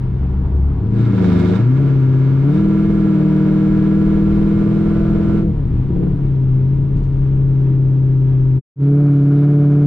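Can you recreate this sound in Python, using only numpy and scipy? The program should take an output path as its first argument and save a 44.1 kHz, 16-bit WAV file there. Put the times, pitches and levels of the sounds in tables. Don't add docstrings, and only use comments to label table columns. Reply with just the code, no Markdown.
import sys
import numpy as np
from scipy import signal
from scipy.fft import rfft, irfft, next_fast_len
from scipy.io import wavfile
from scipy.ndimage import uniform_filter1d

SR = 44100
rng = np.random.default_rng(int(sys.argv[2]) if len(sys.argv) > 2 else 0)


def wav_record(signal):
    frames = np.transpose(np.atleast_2d(signal))
    bounded = np.clip(frames, -1, 1)
    quanta = np.round(bounded * 32767).astype(np.int16)
    wavfile.write(sys.argv[1], SR, quanta)


N = 434826
TIME = np.arange(N) / SR

# time in seconds, unevenness in dB.
UNEVENNESS = [(0, -24), (.85, -26), (1.3, -28.5), (1.9, -29), (4.2, -29.5), (5.3, -25), (5.6, -22.5),
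              (5.9, -20), (6.3, -25), (7, -23.5), (7.5, -27.5), (8.5, -33.5), (8.9, -40)]
# frequency in Hz, level in dB.
BLOCK_TONE = [(300, -29), (530, -7), (600, 6.5), (750, 1), (1000, 0), (1450, -3.5), (1900, -10), (2250, -7),
              (2700, -14), (3400, -20.5), (5000, -31.5), (9000, -57.5)]
# frequency in Hz, level in dB.
HISS_TONE = [(1500, -25), (2800, -3.5), (3700, -5.5), (4600, -8), (6000, -14), (8200, -16.5),
             (10000, -26.5), (15000, -36.5)]
# pitch in Hz, width in Hz, boost in dB.
BAY_RESONANCES = [(973, 67, 7.5), (1183, 50, 8), (1352, 66, 11), (1427, 30, 6), (1480, 16, 12),
                  (1660, 57, 11), (1810, 52, 6.5), (2144, 44, 9.5), (3070, 40, 2.5), (3730, 340, 2)]
DRONE_ORDERS = (3, 3.5, 4, 4.5, 5, 7, 7.5, 8, 9, 9.5, 10, 11, 12, 13, 14, 15, 16, 17)
WHINE_ORDERS = (20, 28, 24, 29.5, 33, 37, 52)


def undb(db):
    return 10 ** (np.asarray(db) / 20)


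def unit(x):
    return x / np.sqrt(np.mean(x ** 2))


def curves(rows):
    times, *columns = np.transpose(rows)
    return [np.interp(TIME, times, column) for column in columns]


def bell(centre_s, half_length_s):
    return np.exp(-((TIME - centre_s) / half_length_s) ** 2)


def swells(rows):
    return sum(undb(db) * bell(centre_s, half_length_s) for centre_s, half_length_s, db in rows)


def resonances(hz, peaks):
    return sum(boost / (1 + (2 * (hz - centre) / width) ** 2) for centre, width, boost in peaks)


def colour(x, tone, peaks=()):
    size = next_fast_len(N + 8192)
    hz = np.maximum(np.arange(size // 2 + 1) * SR / size, 1)
    tone_hz, tone_db = np.transpose(tone)
    octaves_outside = np.maximum(np.log2(hz / tone_hz[-1]), 0) + np.maximum(np.log2(tone_hz[0] / hz), 0)
    gain_db = np.interp(np.log(hz), np.log(tone_hz), tone_db) - 24 * octaves_outside
    gain_db += resonances(hz, peaks)
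    return unit(irfft(rfft(x, size) * undb(gain_db), size)[..., :N])


def drift(rate_hz):
    hold = int(SR / rate_hz)
    steps = np.repeat(rng.standard_normal(N // hold + 1), hold)
    return unit(uniform_filter1d(uniform_filter1d(steps, hold), hold)[:N])


def noise():
    return rng.standard_normal((2, N))


def place(pair, side_db, left_db):
    sign = np.array([[1], [-1]])
    return (pair[0] + sign * undb(side_db) * pair[1]) * undb(sign * left_db / 2)


def shut(throttle, opens_at):
    return np.exp(-(throttle / opens_at) ** 2)


def cycle(turns, half_db, without=(), uneven_db=0, size=8192):
    orders = np.arange(size // 16) / 2
    gain = np.where(orders % 1 == 0, 1, undb(half_db)) * ~np.isin(orders, (0, *without))
    gain *= undb(uneven_db * rng.uniform(-1, 1, len(orders)))
    phases = np.exp(2j * np.pi * rng.random(len(orders)))
    shape = unit(irfft(gain * phases, size))
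    return np.interp(turns / 2 % 1 * size, np.arange(size), shape)


def surges(turns, per_turn=0.3, per_cycle=0.25):
    return unit(np.exp(per_turn * np.cos(2 * np.pi * turns) + per_cycle * np.cos(np.pi * turns)))


def throb(turns, swing_db=1.7):
    return swing_db * np.cos(np.pi * turns)


def road():
    # frequency in Hz, level in dB.
    rumble_tone = [(8, -11), (20, -9.5), (30, -8.5), (41, -1), (54, -15.5), (75, -7.5), (110, -16),
                   (300, -48.5)]
    tyre_tone = [(380, -7.5), (560, -7), (800, -2.5), (950, -5), (1180, -5.5), (1500, -10.5), (3400, -21.5),
                 (8000, -47), (12000, -58)]
    growl_tone = [(280, -2.5), (385, 5), (470, -13), (700, -8), (950, -9.5), (1400, -18.5)]
    # time in seconds, relative level in dB.
    rumble_levels = [(0, -29.5), (.9, -31), (1.1, -39), (2.5, -40), (2.75, -31), (3.3, -36.5), (4.2, -24),
                     (4.7, -29.5), (5.3, -25), (6.1, -25), (6.6, -31), (7, -24), (8.2, -35.5),
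                     (8.55, -29.5), (8.85, -42)]
    tyre_levels = [(0, -48.5), (.7, -50.5), (1.1, -51), (5.6, -47), (7, -49), (8.5, -48.5), (9.8, -62.5)]
    # pitch in Hz, width in Hz, boost in dB.
    tread_ring = [(952, 34, 10)]
    # middle in seconds, half length in seconds, level in dB.
    patches = [(.56, 0.49, -38.5)]
    rumble = place(colour(noise(), rumble_tone), side_db=-21, left_db=2)
    rumble *= undb(curves(rumble_levels)[0] + 5.5)
    tyres = place(colour(noise(), tyre_tone, tread_ring), side_db=-7, left_db=-2)
    tyres *= undb(curves(tyre_levels)[0] + drift(14))
    growl = place(colour(noise(), growl_tone), side_db=-9, left_db=-1.5)
    growl *= swells(patches) * undb(1.5 * drift(30))
    return rumble + tyres + growl


def road_seams(thump_hz=42, thump_s=0.07, tick_s=0.03):
    # start in seconds, thump level in dB, relative tick level in dB.
    seams = [(4.332, -13, -73), (6.151, -31, -62), (6.963, -17.5, -48.5), (7.035, -25.5, -50.5),
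             (7.127, -27.5, -56.5)]
    thumps, ticks = np.zeros(N), np.zeros(N)
    for start, thump_db, tick_db in seams:
        age = np.maximum(TIME - start, 0)
        thumps += undb(thump_db) * np.sin(2 * np.pi * thump_hz * age) * np.exp(-age / thump_s)
        ticks += undb(tick_db - 6.5) * (age > 0) * np.exp(-age / tick_s)
    return thumps + ticks * colour(noise(), HISS_TONE)


def cabin_boom():
    # time in seconds, pitch in Hz, level in dB, level of the octave in dB.
    boom = [(0, 65.1, -36, -20), (.15, 64.4, -24, -19), (.25, 67.14, -16.5, -28), (.48, 66.7, -19, -26.5),
            (.63, 69, -12, -26.5), (.8, 70.6, -21.5, -23.5), (1, 73.4, -72, -73)]
    hz, db, octave_db = curves(boom)
    phase = 2 * np.pi * np.cumsum(hz) / SR
    notes = np.sin(phase) * undb(db) + np.sin(2 * phase) * undb(octave_db)
    return np.sqrt(2) * notes * (TIME < boom[-1][0])


def bulkhead_whine(turns, crank_hz, throttle, base_db=-77.5, loss_db=12):
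    # pitch in Hz, width in Hz, boost in dB.
    peaks = [(727, 140, 37), (1008, 70, 28), (980, 99, 21), (1177, 60, 26),
             (1357, 43, 32.5), (1480, 50, 20), (2170, 70, 16)]
    load_db = base_db - loss_db * shut(throttle, 0.54)
    whine = 0
    for order, peak in zip(WHINE_ORDERS, peaks):
        db = load_db + resonances(order * crank_hz, [peak]) + 1.5 * drift(21)
        whine += np.sqrt(2) * np.sin(2 * np.pi * order * turns) * undb(db)
    return whine


def metal_buzz(turns, knocks_per_turn=14, knock_s=0.004):
    # middle of a burst in seconds, half length in seconds, level in dB.
    bursts = [(1.023, 0.057, -50.5), (1.177, 0.025, -48), (1.25, 0.033, -44.5), (1.325, 0.055, -43.5),
              (1.403, 0.022, -41), (1.484, 0.04, -42.5), (1.555, 0.025, -44), (2.561, 0.05, -53),
              (9.4, 0.044, -63.5)]
    # pitch in Hz, width in Hz, boost in dB.
    metal_ring = [(1400, 400, 16), (2200, 400, 17), (3720, 550, 12), (5200, 1600, 4)]
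    knocks = np.flatnonzero(np.diff(np.floor(knocks_per_turn * turns)))
    force = np.zeros(N)
    force[knocks] = undb(2 * rng.standard_normal(len(knocks)))
    decays = signal.lfilter([1], [1, -np.exp(-1 / (knock_s * SR))], force)
    chatter = colour(decays * noise(), HISS_TONE, metal_ring)
    return place(chatter, side_db=-3.5, left_db=-3) * swells(bursts)


def engine_rasp(turns, throttle, lug):
    strain = throttle ** 1.69
    rasp_db = -53.5 + 22 * strain
    hiss_db = -67 + (12.5 + 5 * lug) * strain
    load = np.sqrt(np.clip((rasp_db + 58) / 10, 0.15, 1))
    sharpness = 0.23 + 1.2 * lug * throttle
    puffs = np.exp(sharpness * np.cos(8 * np.pi * turns))
    puffs /= np.sqrt(np.i0(2 * sharpness))
    valves = np.array([cycle(turns, half_db=-6, without=WHINE_ORDERS, uneven_db=5) for _ in range(2)])
    valves *= 1 + 0.12 * drift(60)
    clatter = colour(valves, BLOCK_TONE, BAY_RESONANCES)
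    gas = noise() * puffs * surges(turns, per_turn=0.098, per_cycle=0.27)
    body = 0.86 * clatter + 0.45 * colour(gas, BLOCK_TONE, BAY_RESONANCES)
    hiss = colour(noise() * puffs + 0.35 * valves, HISS_TONE, BAY_RESONANCES)
    return load * (place(body, side_db=-6, left_db=-4) * undb(rasp_db)
                   + place(hiss, side_db=2, left_db=-2) * undb(hiss_db))


def exhaust_pops(thud_rise_s=0.0035, thud_s=0.015, crack_rise_s=0.0008, crack_s=0.004):
    # start in seconds, thud level in dB, crack level in dB.
    pops = [(1.18, -36, -26), (1.244, -37, -24), (1.32, -33, -24), (1.398, -36, -25), (1.425, -31, -31),
            (1.538, -35, -29), (5.904, -21, -48), (5.958, -22, -41), (6.031, -17, -38), (6.068, -18.5, -45),
            (6.11, -26, -48), (7.512, -32, -44)]
    # frequency in Hz, level in dB.
    thud_tone = [(130, -11.5), (175, 2.5), (240, -9.5), (340, 6.5), (450, -8), (600, -21), (1000, -31),
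                 (1500, -41)]
    thuds, cracks = np.zeros(N), np.zeros(N)
    for start, thud_db, crack_db in pops:
        age = np.maximum(TIME - start, 0)
        thuds += undb(thud_db) * np.minimum(age / thud_rise_s, 1) * np.exp(-age / thud_s)
        cracks += undb(crack_db) * np.minimum(age / crack_rise_s, 1) * np.exp(-age / crack_s)
    bangs = thuds * colour(noise(), thud_tone) + cracks * colour(noise(), BLOCK_TONE, BAY_RESONANCES)
    return place(bangs, side_db=-8, left_db=-1.5)


def tailpipe_ring(turns, crank_hz, throttle, base_db=-65, loss_db=18, growl=1.6):
    # frequency in Hz, level in dB.
    tailpipe_tone = [(540, -14.5), (600, 6), (670, -1.5), (720, 11), (770, 2), (840, -6.5), (930, -10),
                     (1005, 5.5), (1060, -9), (1115, -1.5), (1170, -6.5), (1250, 1), (1310, -4.5),
                     (1410, -0.5), (1500, -8), (1650, -8.5), (1850, -21), (2310, -13.5), (2700, -30.5),
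                     (3700, -29.5), (5000, -41)]
    loudest_at = [(36, 2.4, 24.5)]
    fronts = np.array([cycle(4 * turns, half_db=-18.5, without=np.divide(WHINE_ORDERS, 4), size=2048)
                       + growl * cycle(turns, half_db=-1, without=WHINE_ORDERS) for _ in range(2)])
    ring = colour(fronts * (1 + 0.25 * drift(50)), tailpipe_tone)
    db = base_db + resonances(crank_hz, loudest_at) - loss_db * shut(throttle, 0.22)
    return place(ring, side_db=-6, left_db=-1) * undb(db)


def firing_lumps(turns):
    # frequency in Hz, level in dB.
    lump_tone = [(35, -34), (65, -6.5), (85, 1.5), (130, 0), (180, -1.5), (240, -8.5), (310, -10.5),
                 (420, -21), (540, -32), (1000, -46)]
    firings = np.flatnonzero(np.diff(np.floor(4 * turns)))
    pulses = np.zeros(N)
    pulses[firings] = rng.standard_normal(len(firings))
    return colour(pulses, lump_tone) * undb(curves(UNEVENNESS)[0])


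def exhaust_burble(turns, crank_hz, throttle, lug, gurgle_db, cruise_hz=34):
    # frequency in Hz, level in dB.
    pipe_tone = [(20, -16.5), (55, -14), (80, -5.5), (110, -4.5), (200, 5), (245, -2), (300, 5),
                 (360, -1.5), (450, -2.5), (490, -1.5), (535, -14.5), (590, -10.5), (680, -17), (800, -23),
                 (1100, -43), (2000, -62.5)]
    pattern = np.array([cycle(turns, half_db=-6, without=DRONE_ORDERS + WHINE_ORDERS) for _ in range(2)])
    pattern *= 1 + 0.26 * drift(70)
    ragged = undb(curves(UNEVENNESS)[0] + 24)
    breath = (0.13 + 0.64 * ragged ** 2) * surges(turns) * noise()
    flow = (pattern + breath) / np.sqrt(1 + (ragged / 1.4) ** 4)
    burble = colour(flow * undb(throb(turns)), pipe_tone)
    db = -41 + (12 + 11 * lug) * throttle + 0.71 * (crank_hz - cruise_hz) + 0.59 * gurgle_db
    return place(burble, side_db=-3, left_db=-6) * undb(db)


def exhaust_drone(turns, crank_hz, throttle, lug, gurgle_db, wander_db=1.97, stumble_turns=0.0092):
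    # level in dB, loss with the throttle shut in dB,
    # throttle (0 to 1) at which it comes in, change in dB when the engine lugs.
    voicing = [(-46, 5.5, 0.5, 19.5), (-44.5, 15.5, 0.8, -2.5), (-29, 13, .09, -0.5), (-50.5, 7.5, 0.5, 1),
               (-35.5, 8, 0.73, -9.5), (-49, 16, 0.6, 20.5), (-51, 14.5, 0.4, -10), (-35.5, 15.5, 0.18, -9),
               (-49.5, 10.5, .17, -4), (-52, 15, 0.1, 2), (-48.5, 14.5, 0.4, 6.5), (-51, 9.5, .25, 3.5),
               (-43.5, 19, 0.1, -10), (-53, 10.5, .2, -4.5), (-55, 17.5, 0.2, 15.5), (-52.5, 12, 0.2, -3),
               (-51.5, 15.5, 0.1, -3), (-57.5, 14.5, .2, 12.5)]
    # pitch in Hz, width in Hz, change in dB.
    cabin_peaks = [(99.4, 10, 5), (124.8, 30.9, 18), (144.9, 13.7, 8.5), (154.2, 3, 3.5), (198.1, 40.9, 22),
                   (255.6, 12, 14), (274, 1.9, -11), (284.5, 21, 12), (314.1, 38, 13), (344.8, 5.4, 8),
                   (365.9, 38, 12), (444.2, 65, 13.5), (538, 43, -7), (580, 30, 11.5), (659.5, 14, 11)]
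    lumpy = np.clip((curves(UNEVENNESS)[0] + 27) / 5, 0, 1)
    stutter_db = 0.04 + 1.2 * lumpy
    turns = turns + stumble_turns * np.sqrt(lumpy) * shut(throttle, 0.8) * drift(60)
    drone = 0
    for order, (base_db, loss_db, opens_at, lug_db) in zip(DRONE_ORDERS, voicing):
        uneven, weak, middle = order % 4 > 0, order not in (4, 5, 8), 8 < order < 13
        db = base_db + resonances(order * crank_hz, cabin_peaks)
        db += lug_db * lug - loss_db * shut(throttle, opens_at)
        db += stutter_db * drift(40) + weak * wander_db * drift(24)
        db += uneven * gurgle_db + middle * throb(turns)
        drone += undb(db) * np.sqrt(2) * np.sin(2 * np.pi * (order * turns + rng.random()))
    return drone


def scene(lug_below_hz=30.37, lug_span_hz=4.24):
    # time in seconds, crank turns per second.
    speeds = [(0.0, 24.86), (0.16, 24.78), (0.32, 27.04), (0.75, 25.22), (1.04, 29.69), (1.22, 26.34),
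              (1.39, 25.25), (1.53, 26.2), (1.7, 31.87), (1.82, 34.89), (2.05, 32.85), (2.43, 34.05),
              (2.6, 39.95), (2.72, 39.9), (2.93, 40.42), (3.04, 39.9), (3.2, 38.7), (3.6, 39.1),
              (5.12, 41.3), (5.47, 40.9), (5.75, 30.04), (5.93, 34.81), (6.09, 36.04), (6.33, 33.72),
              (6.55, 32.43), (6.76, 34.0), (7.3, 33.85), (8.11, 33.16), (8.56, 32.8), (9.01, 36.27),
              (9.2, 35.12), (9.52, 36.35), (9.66, 36.0), (9.86, 36.2)]
    # time in seconds, throttle 0 to 1.
    pedal = [(0, 0), (.68, 0.08), (.78, 0.07), (.9, 0.27), (1, 0.8), (1.12, 0.78), (1.3, 0.92), (1.56, 0.9),
             (1.64, 0.83), (2.1, 0.72), (2.43, 0.75), (2.56, 0.84), (2.68, 0.81), (5.39, 0.8), (5.45, 0.3),
             (5.51, 0.06), (6.16, 0.05), (6.23, 0.1), (6.55, 0.12), (6.8, 0.12), (7, 0.07), (7.25, 0.12),
             (7.5, 0.16), (8.55, 0.16), (8.85, 0.25), (9.25, 0.5)]
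    # middle in seconds, half length in seconds, boost of the uneven orders in dB.
    gurgles = [(6.015, 0.14, 12.5), (7.852, 0.45, 2.5)]
    # crank speed in Hz, left minus right in dB.
    bass_lean = [(26, 1.5), (34, 2.5), (40, 0.65)]
    crank_hz, throttle = curves(speeds)[0], curves(pedal)[0]
    turns = np.cumsum(crank_hz * (1 + 0.0005 * drift(20))) / SR
    lug = np.clip((lug_below_hz - crank_hz) / lug_span_hz, 0, 1)
    gurgle_db = sum(db * bell(centre_s, half_length_s) for centre_s, half_length_s, db in gurgles)
    bass = exhaust_drone(turns, crank_hz, throttle, lug, gurgle_db) + firing_lumps(turns) + cabin_boom()
    slope = np.gradient(bass) * SR / (2 * np.pi * 150)
    cabin = place((bass, slope), side_db=-19.5, left_db=np.interp(crank_hz, *np.transpose(bass_lean)))
    exhaust = exhaust_burble(turns, crank_hz, throttle, lug, gurgle_db)
    exhaust += tailpipe_ring(turns, crank_hz, throttle) + exhaust_pops()
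    engine = engine_rasp(turns, throttle, lug) + metal_buzz(turns)
    engine += bulkhead_whine(turns, crank_hz, throttle)
    return cabin + exhaust + engine + road() + road_seams()


def record(dry, ceiling_db=-10, window_s=0.06, drive=0.16, mono_from_s=8.7, top_hz=15700):
    # time in seconds, gain from 0 to 1.
    fades = [(0, 0.84), (.015, 0.93), (8.575, 0.86), (8.598, 0.061), (8.612, 0), (8.758, 0), (8.785, 0.18),
             (8.83, 0.99)]
    power = uniform_filter1d(np.mean(dry ** 2, axis=0), int(window_s * SR))
    held = dry / (1 + (power / undb(ceiling_db) ** 2) ** 4) ** (1 / 8)
    rounded = np.tanh(drive * held) / drive
    faded = np.where(TIME < mono_from_s, rounded, rounded.mean(axis=0)) * curves(fades)[0]
    return signal.sosfilt(signal.ellip(8, 0.2, 70, top_hz, fs=SR, output="sos"), faded)


dry = scene()
out = record(dry)
wav_record(out)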